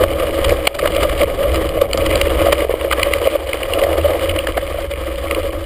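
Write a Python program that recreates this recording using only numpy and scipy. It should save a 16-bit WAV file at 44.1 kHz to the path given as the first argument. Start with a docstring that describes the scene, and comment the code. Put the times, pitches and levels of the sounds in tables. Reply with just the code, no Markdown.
"""Hollow thuds and a rough drumming come first: a mountain bike runs down a dirt trail, heard by a handlebar camera.
Grains and short sine swings drum the tyres and bumps through the mount into the camera housing.
Filtered ticks and noise rattle and clack the chain and cables; short frame resonances ping for pebbles.
One corner brings a drone and a scrub of the tread; filtered noise makes the wind that buffets the case.
The camera ducks on hard hits and holds each sample of a slow converter, which adds a gritty treble."""
import sys
import numpy as np
from scipy import signal
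from scipy.fft import rfft, irfft
from scipy.io import wavfile
from scipy.ndimage import uniform_filter1d

SR = 44100
rng = np.random.default_rng(int(sys.argv[2]) if len(sys.argv) > 2 else 0)


def dump_mix(stems):
    """Bounce the given channels to the path in sys.argv[1] as a 16-bit WAV at rate SR."""
    frames = np.atleast_2d(stems).T  # one column per channel
    limited = np.clip(frames, -1, 1)  # hard clip at full scale
    pcm = np.round(limited * 32767).astype(np.int16)
    wavfile.write(sys.argv[1], SR, pcm)


N = 249165  # samples in the scene


def undb(db):
    """Decibels to gain."""
    return 10 ** (np.asarray(db) / 20)


def unit(x):
    """Scale to rms 1."""
    return x / np.sqrt(np.mean(x ** 2))


def power(x, span_s):
    """Running mean square."""
    return uniform_filter1d(x ** 2, max(int(span_s * SR), 2)) + 1e-12


def steady(x):
    """Keep the flutter but hold the slow level near rms 1."""
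    return x / np.sqrt(power(x, 0.077))


def walk(rate_hz):
    """Random wander of rms 1, in straight lines between new values drawn at rate_hz."""
    knots = rng.standard_normal(4096)
    return unit(np.interp(np.arange(N) / SR * rate_hz, np.arange(len(knots)), knots))


def curves(table):
    """The columns of a timed table, interpolated sample by sample."""
    start_s, *columns = np.transpose(table)
    return [np.interp(np.arange(N) / SR, start_s, column) for column in columns]


def response(colour, size):
    """Causal minimum-phase impulse response of a (pitch_hz, level_db) colour."""
    pitch_hz, level_db = np.transpose(colour)
    f = np.maximum(np.fft.rfftfreq(size, 1 / SR), 1)
    gain = undb(np.interp(np.log(f), np.log(pitch_hz), level_db))
    # folding the cepstrum forward in time makes the response start at once
    cepstrum = irfft(np.log(gain))
    cepstrum[1:size // 2] *= 2
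    cepstrum[size // 2 + 1:] = 0
    return irfft(np.exp(rfft(cepstrum)))[:size // 2]


def ring(push, body):
    """Drive a body, given by its impulse response, with a force."""
    return signal.fftconvolve(push, body)[:len(push)]


def grains(per_s, spread_db):
    """Random tiny impacts of uneven size and either sign."""
    strikes = rng.random(N) < per_s / SR
    sign = rng.choice([-1, 1], N)
    return strikes * sign * undb(spread_db * np.minimum(rng.standard_normal(N), 2.5))


def add(out, at_s, sound, peak):
    """Mix in a sound so that its sample number peak falls at at_s."""
    start = int(at_s * SR) - peak
    sound = sound[max(-start, 0):]
    start = max(start, 0)
    out[start:start + len(sound)] += sound


def hump(at_s, length_s):
    """A smooth rise to 1 and back."""
    return np.exp(-np.minimum(((np.arange(N) / SR - at_s) / length_s) ** 2, 20))


# colour of the mount and camera housing, three broad resonances: pitch_hz [Hz], level_db [dB]
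HOUSING_COLOUR = [(130, -51), (230, -22.5), (295, -14.5), (327, -2), (370, -17), (430, -14.5), (520, -2),
                  (563, 5), (600, -9), (750, -19), (960, -32.5), (1100, -16), (1250, -17), (1400, -31),
                  (3000, -49)]


def tyres(jolt):
    """Knobs and grit drum on the housing, harder at each jolt, between the thuds of lumpy ground."""
    impacts = grains(per_s=2500, spread_db=6.5) * undb(3.42 * jolt)
    drumming = steady(ring(impacts, response(HOUSING_COLOUR, size=8192)))
    thuds = lumps(pitch_hz=529.4, scatter_octaves=0.26, build_s=0.0045, spread_db=7)
    return undb(-1.2) * drumming + undb(-9.0) * thuds


def lumps(pitch_hz, scatter_octaves, build_s, spread_db, count=150, size=1024):
    """Small clods and ruts give a stream of lesser thuds, each at its own pitch."""
    out = np.zeros(N + 2 * size)
    t = (np.arange(size) - size // 2) / SR
    draws = rng.uniform(-1, 1, size=(count, 5))
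    for k, (when, pitch, strength, *phase) in enumerate(draws):
        lump_hz = pitch_hz * 2 ** (scatter_octaves * pitch)
        sound = undb(spread_db * strength) * thud(t, build_s, lump_hz, phase)
        at_s = abs(k + when) / count * N / SR  # an even stream, each thud up to one step early or late
        add(out, at_s, sound, size // 2)
    return unit(out[:N])


# wheels striking roots and stones:
# peak_s [s], level_db [dB], build_s (rise of the swing) [s], pitch_hz (at the peak) [Hz]
WHEEL_KNOCKS = [(.02, -7.5, 0.0018, 514), (.039, -4, 0.0025, 582.6), (.235, -8.5, 0.0053, 548),
                (.524, -7, 0.0072, 554), (.675, 2.5, 0.0006, 730), (.831, -8.5, 0.0062, 539),
                (.86, -9, 0.0062, 584), (.967, -10, 0.0053, 566), (1.04, -10.5, 0.0037, 609),
                (1.057, -8.5, 0.015, 559), (1.218, -6, 0.0023, 582), (1.24, -10, 0.0098, 554),
                (1.42, -12.5, 0.026, 555.5), (1.465, -14.5, 0.017, 553), (1.547, -15, 0.0022, 559),
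                (1.627, -24, 0.0061, 568), (1.777, -8, 0.0024, 571), (1.822, -2.5, 0.007, 532.4),
                (2.023, -16, 0.0034, 507), (2.165, -14, 0.0017, 532), (2.416, -10, 0.00093, 602),
                (2.468, -8, 0.0036, 645), (2.53, 1.5, 0.00095, 557), (2.58, -19, 0.0064, 537),
                (2.623, -8.5, 0.0029, 512.6), (2.65, -8, 0.0019, 523.4), (2.696, -7.5, 0.0015, 510.5),
                (2.741, -6, 0.0016, 492), (2.849, -8, 0.003, 535), (3.276, 4, 0.0022, 554),
                (3.341, -15, 0.017, 570), (3.358, -9, 0.0074, 548), (3.776, -9, 0.0027, 584),
                (3.829, -7.5, 0.0041, 552), (3.869, -11.5, 0.0055, 560), (3.957, -10.5, .003, 524),
                (4.049, -13, 0.0037, 579.4), (4.067, -15.5, 0.02, 570), (4.109, -21, 0.0069, 600),
                (4.262, -16, 0.0034, 500), (4.474, -20.5, 0.0063, 571), (4.579, -7.5, 0.0023, 660),
                (4.791, -15.5, 0.0053, 624)]


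def knocks(size=4096):
    """One thud for each root or stone that a wheel strikes."""
    out = np.zeros(N + 2 * size)
    t = (np.arange(size) - size // 2) / SR
    phases = rng.random((len(WHEEL_KNOCKS), 2))
    for (peak_s, level_db, build_s, pitch_hz), phase in zip(WHEEL_KNOCKS, phases):
        add(out, peak_s, undb(level_db) * thud(t, build_s, pitch_hz, phase), size // 2)
    return out[:N]


def thud(t, build_s, pitch_hz, phase, fall_s=0.0027, sag_octaves_per_s=25, sag_s=0.0052,
         upper_ratio=2.07, upper_db=-16.5):
    """The camera rocks in its mount: the swing builds, sags in pitch and stops short; the case rings above."""
    swell = np.exp(-(t / np.where(t < 0, build_s, fall_s)) ** 2)
    # the pitch slides down through pitch_hz at the peak, and only close to it
    bend_octaves = -sag_octaves_per_s * t * np.exp(-(t / sag_s) ** 2 / 2)
    turns = pitch_hz * np.cumsum(2 ** bend_octaves) / SR
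    rocking = np.sin(2 * np.pi * (turns + phase[0]))
    case = undb(upper_db) * np.sin(2 * np.pi * (upper_ratio * turns + phase[1]))
    return np.sqrt(2) * swell * (rocking + case)


# a bump presses the tyre into the ground, then the rebound unloads it; both grow with the blow
PRESS_DB, PRESS_S = 5.5, 0.031
REBOUND_DB, REBOUND_AFTER_S, REBOUND_S = -1, 0.034, 0.02
FULL_BLOW_DB = -5.5  # a knock of this level or more gives the full press and rebound
# the bike goes light over a crest and tyres and chain fall quieter:
# middle_s [s], length_s [s], depth_db [dB]
LIGHT_CRESTS = [(0.319, 0.013, -7.5), (0.624, 0.023, -3.5), (0.78, 0.0097, -10), (1.729, 0.011, -9),
                (1.885, 0.017, -8.5), (2.677, 0.026, -8), (3.391, 0.036, -7.5), (4.437, .018, -5),
                (4.55, 0.015, -8)]


def load_db():
    """Weight on the tyres: up going into each bump, down on the rebound and over crests."""
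    load = np.zeros(N)
    for peak_s, level_db, *_ in WHEEL_KNOCKS:
        press = PRESS_DB * hump(peak_s - PRESS_S / 2, PRESS_S)
        rebound = REBOUND_DB * hump(peak_s + REBOUND_AFTER_S, REBOUND_S)
        load += undb(min(level_db - FULL_BLOW_DB, 0)) * (press + rebound)
    for middle_s, length_s, depth_db in LIGHT_CRESTS:
        load += depth_db * hump(middle_s, length_s)
    return load


# colour of rattling metal as it reaches the microphone: pitch_hz [Hz], level_db [dB]
METAL_COLOUR = [(250, -33.5), (750, -7.5), (1200, 8), (1450, -1.5), (2000, 2.5), (2420, 1.5), (2730, -6.5),
                (2900, 5), (3300, -1.5), (3780, -7), (4040, -8), (4330, -11), (4760, -7), (5600, -20.5)]


def chain(jolt):
    """Links and cables share the jolts, but each part chatters in its own register; grit ticks over them."""
    shake = 0.29 + undb(3.7 * jolt + 2.3 * walk(rate_hz=130))
    edges_hz = [200, 1500, 2100, 2750, 3600, 7000]
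    parts = np.zeros(N)
    for register in zip(edges_hz, edges_hz[1:]):
        ticks = grains(per_s=1000, spread_db=2.0) * shake
        parts += signal.sosfilt(signal.butter(2, register, "bandpass", fs=SR, output="sos"), ticks)
    rattle = steady(ring(parts, response(METAL_COLOUR, size=1024)))
    return undb(-0.42) * rattle + undb(-5.5) * grit(loudest_hz=2230, fall_db=15, spread_db=8.0)


def grit(loudest_hz, fall_db, spread_db, count=420, size=512):
    """Coarse grit ticks on the frame at random, each grain with its own size and colour."""
    out = np.zeros(N + 2 * size)
    t = (np.arange(size) - size // 2) / SR
    for when, halves, strength in 2 * rng.random((count, 3)) - 1:
        grain_hz = loudest_hz * 2 ** (halves / 2)  # up to half an octave either way
        tick = undb(spread_db * strength) * ping(t, grain_hz, fall_db)
        add(out, abs(when) * N / SR, tick, size // 2)
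    return unit(out[:N])


# chain and cables slapping the frame:
# peak_s [s], level_db [dB], length_s (of the scrape) [s], treble_db (tilt above the knee) [dB per octave]
FRAME_SLAPS = [(.039, -15, .0021, -6), (0.447, -12.5, 0.003, 4), (0.495, -18, 0.0028, 14),
               (0.75, -21, .006, 4), (0.794, -16, .005, 2), (0.86, -14.5, 0.0021, -7),
               (0.876, -13, 0.0032, -1), (.966, -17, 0.0007, 1), (1.033, -13, 0.0031, 5),
               (1.097, -18, 0.0051, 0.5), (1.234, -17, 0.0029, 2), (1.816, -17, .0038, 4),
               (1.976, -14, 0.0019, 11), (2.065, -15.5, 0.0032, 4), (2.529, -6.5, 0.0047, 4),
               (2.813, -18.5, 0.0024, -16), (2.93, -10.5, 0.0059, -4.5), (2.998, -14, 0.0044, -3),
               (4.472, -13.5, 0.0022, -7), (4.576, -17, 0.0043, -13)]


def clacks(tail_db, tail_s, lead_s, knee_hz, size=4096):
    """Each slap is a quick scrape of noise amid loose chatter, with its own treble tilt on the metal."""
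    out = np.zeros(N + 2 * size)
    t = (np.arange(size) - size // 4) / SR
    chatter = np.exp(-np.abs(t) / np.where(t < 0, lead_s, tail_s))
    for peak_s, level_db, length_s, treble_db in FRAME_SLAPS:
        tilted = [(f, db + treble_db * max(np.log2(f / knee_hz), 0)) for f, db in METAL_COLOUR]
        contact = np.exp(-(t / length_s) ** 2) + undb(tail_db) * chatter
        hit = unit(ring(rng.standard_normal(size) * contact, response(tilted, size=1024)))
        loudness = power(hit, span_s=.003)
        centre = int(np.average(np.arange(size), weights=loudness ** 2))
        # the loudest moment sets the level
        add(out, peak_s, undb(level_db) * hit / np.sqrt(loudness.max()), centre)
    return out[:N]


# pebbles pinging off rim and frame:
# peak_s [s], level_db [dB], loudest_hz [Hz], fall_db (fall-off to either side) [dB per octave]
PEBBLES = [(0.672, -4.5, 3080, 9), (.676, 3.5, 2400, 11), (1.216, -12, 1900, 17), (1.545, -17, 2200, -1),
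           (1.559, -16, 3300, 0), (1.692, -19.5, 2900, 2), (1.933, -10.5, 4740, 4.5), (2.157, -12, 4100, 7),
           (2.215, -3, 2650, 5.5), (2.914, -8, 1590, 20), (3.032, -1.5, 2500, 9), (3.137, -5.5, 1950, 12.5),
           (3.533, -10.5, 2200, 16), (3.633, -13.5, 2560, 30), (3.737, -9.5, 2880, 30),
           (4.295, -11, 2780, 28), (4.39, -10.5, 2756, 27), (5.312, -10, 1985, 12.5),
           (5.349, -13.5, 2325, 10)]


def pings(chatter_db, chatter_s, size=2048):
    """Each pebble pings and shakes loose parts around it."""
    out = np.zeros(N + 2 * size)
    t = (np.arange(size) - size // 2) / SR
    metal = response(METAL_COLOUR, size=1024)
    for peak_s, level_db, loudest_hz, fall_db in PEBBLES:
        chatter = unit(ring(rng.standard_normal(size), metal)) * np.exp(-np.abs(t) / chatter_s)
        sound = ping(t, loudest_hz, fall_db) + undb(chatter_db) * chatter
        add(out, peak_s, undb(level_db) * sound, size // 2)
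    return out[:N]


# what rim and frame ring with, before each ping detunes it: pitch_hz [Hz], level_db [dB]
FRAME_MODES = [(1200, 1.5), (2130, 0), (2400, -1.5), (2900, 1), (3220, -3), (4080, -3.5), (4800, -3)]


def ping(t, loudest_hz, fall_db, length_s=0.0017, scatter=0.036):
    """A stone rings the frame for a moment, most near one pitch."""
    mode_hz, mode_db = np.transpose(FRAME_MODES)
    gain = undb(mode_db - fall_db * np.abs(np.log2(mode_hz / loudest_hz)))
    detune, phase = 2 * rng.random((2, len(FRAME_MODES))) - 1
    turns = np.outer(t, mode_hz * (1 + scatter * detune)) + phase
    modes = np.sin(2 * np.pi * turns) @ gain
    return unit(modes) * np.exp(-(t / length_s) ** 2)


# the tyre biting in the corner: start_s [s], hum_hz (middle of its wobble) [Hz], hum_db [dB], scrub_db [dB]
CORNERING = [(3.7, 76.7, -57, -29), (3.85, 75.6, -41, -18), (4.03, 78.8, -18, -23), (4.17, 82, -35, -20),
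             (4.3, 83.9, -21, -60), (4.55, 80.7, -41, -59)]
# colour of the tread scrubbing sideways: pitch_hz [Hz], level_db [dB]
SCRUB_COLOUR = [(250, -37), (370, -6.5), (440, -5.5), (620, -3), (800, -14.5), (1000, -24), (3000, -49)]


def corner(jolt):
    """Leaning on the side knobs makes the tyre drone and scrub across the dirt."""
    hum_hz, hum_db, scrub_db = curves(CORNERING)
    wobbling_hz = hum_hz * (1 + 0.025 * walk(rate_hz=25))
    hum = np.sqrt(2) * np.sin(2 * np.pi * np.cumsum(wobbling_hz) / SR)
    impacts = grains(per_s=1700, spread_db=3) * undb(2.6 * jolt)
    scrub = steady(ring(impacts, response(SCRUB_COLOUR, size=2048)))
    return undb(hum_db) * hum + undb(scrub_db) * scrub


# the air, before the trims in wind(): start_s [s], buffet_db [dB], rush_db (smaller eddies) [dB]
AIRFLOW = [(0, -20.5, -32), (.36, -23, -33.5), (.49, -16.5, -25.5), (.72, -32, -43), (.82, -31, -32),
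           (1.04, -20, -32), (1.34, -28, -31.5), (1.54, -14, -29.5), (1.9, -29.5, -35), (2.02, -19, -29),
           (2.42, -21, -32), (2.75, -27, -42), (3.0, -23.5, -39), (3.45, -28.5, -54), (3.87, -26, -39.5),
           (5.3, -24, -41), (5.65, -24, -50)]
# colour of the wind on the case: pitch_hz [Hz], level_db [dB]
BUFFET_COLOUR = [(10, -39), (22, -1.5), (48, -3), (63, 9.5), (72, -0.5), (82, 4), (95, -9.5), (130, -21),
                 (400, -55.5)]
# colour of the smaller eddies: pitch_hz [Hz], level_db [dB]
RUSH_COLOUR = [(60, 10.5), (110, 0.5), (160, 1), (220, -5), (500, 1), (4000, -81)]


def wind():
    """Large eddies buffet the case and small ones rush past it, both as filtered noise."""
    buffet_db, rush_db = curves(AIRFLOW)
    buffet = steady(ring(rng.standard_normal(N), response(BUFFET_COLOUR, size=16384)))
    rush = steady(ring(rng.standard_normal(N), response(RUSH_COLOUR, size=16384)))
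    gusts = undb(1.0 * walk(rate_hz=9.8))
    return undb(buffet_db - 1.3) * buffet * gusts + undb(rush_db + 6.0) * rush


# the ride, set by speed and roughness of the ground, before load and trims:
# start_s [s], tyre_db (drumming) [dB], chain_db (rattle) [dB]
TRAIL_RIDE = [(0, -21, -31), (.45, -17.5, -25), (.75, -24.5, -33.5), (1.0, -20.5, -27), (1.35, -21.5, -31),
              (1.6, -17.5, -26), (1.8, -22.5, -34.5), (2.1, -16.5, -24.5), (2.47, -17.5, -26),
              (2.75, -26.5, -34), (3.03, -18, -25.5), (3.45, -23, -28.5), (3.86, -22, -28),
              (4.3, -17.5, -26), (4.6, -24, -30.5), (5.2, -24, -31.5), (5.37, -17.5, -29.5),
              (5.65, -26.5, -35)]


def scene():
    """The same load and jolts shake housing and chain; the big hits stand out of them."""
    tyre_db, chain_db = curves(TRAIL_RIDE)
    jolt, load = walk(rate_hz=55), load_db()
    drumming = undb(tyre_db + load) * tyres(jolt)
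    rattle = undb(chain_db + 0.94 * load - 1.85) * chain(jolt)
    slaps = clacks(tail_db=-13, tail_s=.005, lead_s=.0018, knee_hz=2600)
    pebbles = pings(chatter_db=-16, chatter_s=.0032)
    return (drumming + knocks() + rattle + slaps + pebbles + corner(jolt) + wind())[None]


def limiter(x, release_s):
    """The gain drops at once on a loud hit and creeps back, by a factor e every release_s."""
    level = np.log(power(x, span_s=.0015)) / 2  # natural log of the rms
    over = np.maximum(level - np.log(undb(-2.5)), 0)
    recovery = np.arange(N) / SR / release_s
    return x * np.exp(recovery - np.maximum.accumulate(over + recovery))


def record(dry):
    """Limiter, overload, then a slow converter whose held samples mirror the sound around its rate."""
    converter_hz, input_top_hz, output_top_hz = 12000, 5750, 15300
    x = np.clip(limiter(dry[0], release_s=0.089), -1, 1)
    x = signal.sosfilt(signal.butter(12, input_top_hz, fs=SR, output="sos"), x)
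    mirrored = x * (1 + 2 * np.cos(2 * np.pi * converter_hz * np.arange(N) / SR))
    # holding each sample for one converter step shades the treble by a sinc
    hold = np.sinc(np.fft.rfftfreq(N, 1 / SR) / converter_hz)
    held = np.clip(irfft(rfft(mirrored) * hold, N), -1, 1)
    return signal.sosfilt(signal.ellip(10, .2, 70, output_top_hz, fs=SR, output="sos"), held)[None]


dry = scene()
out = record(dry)
dump_mix(out)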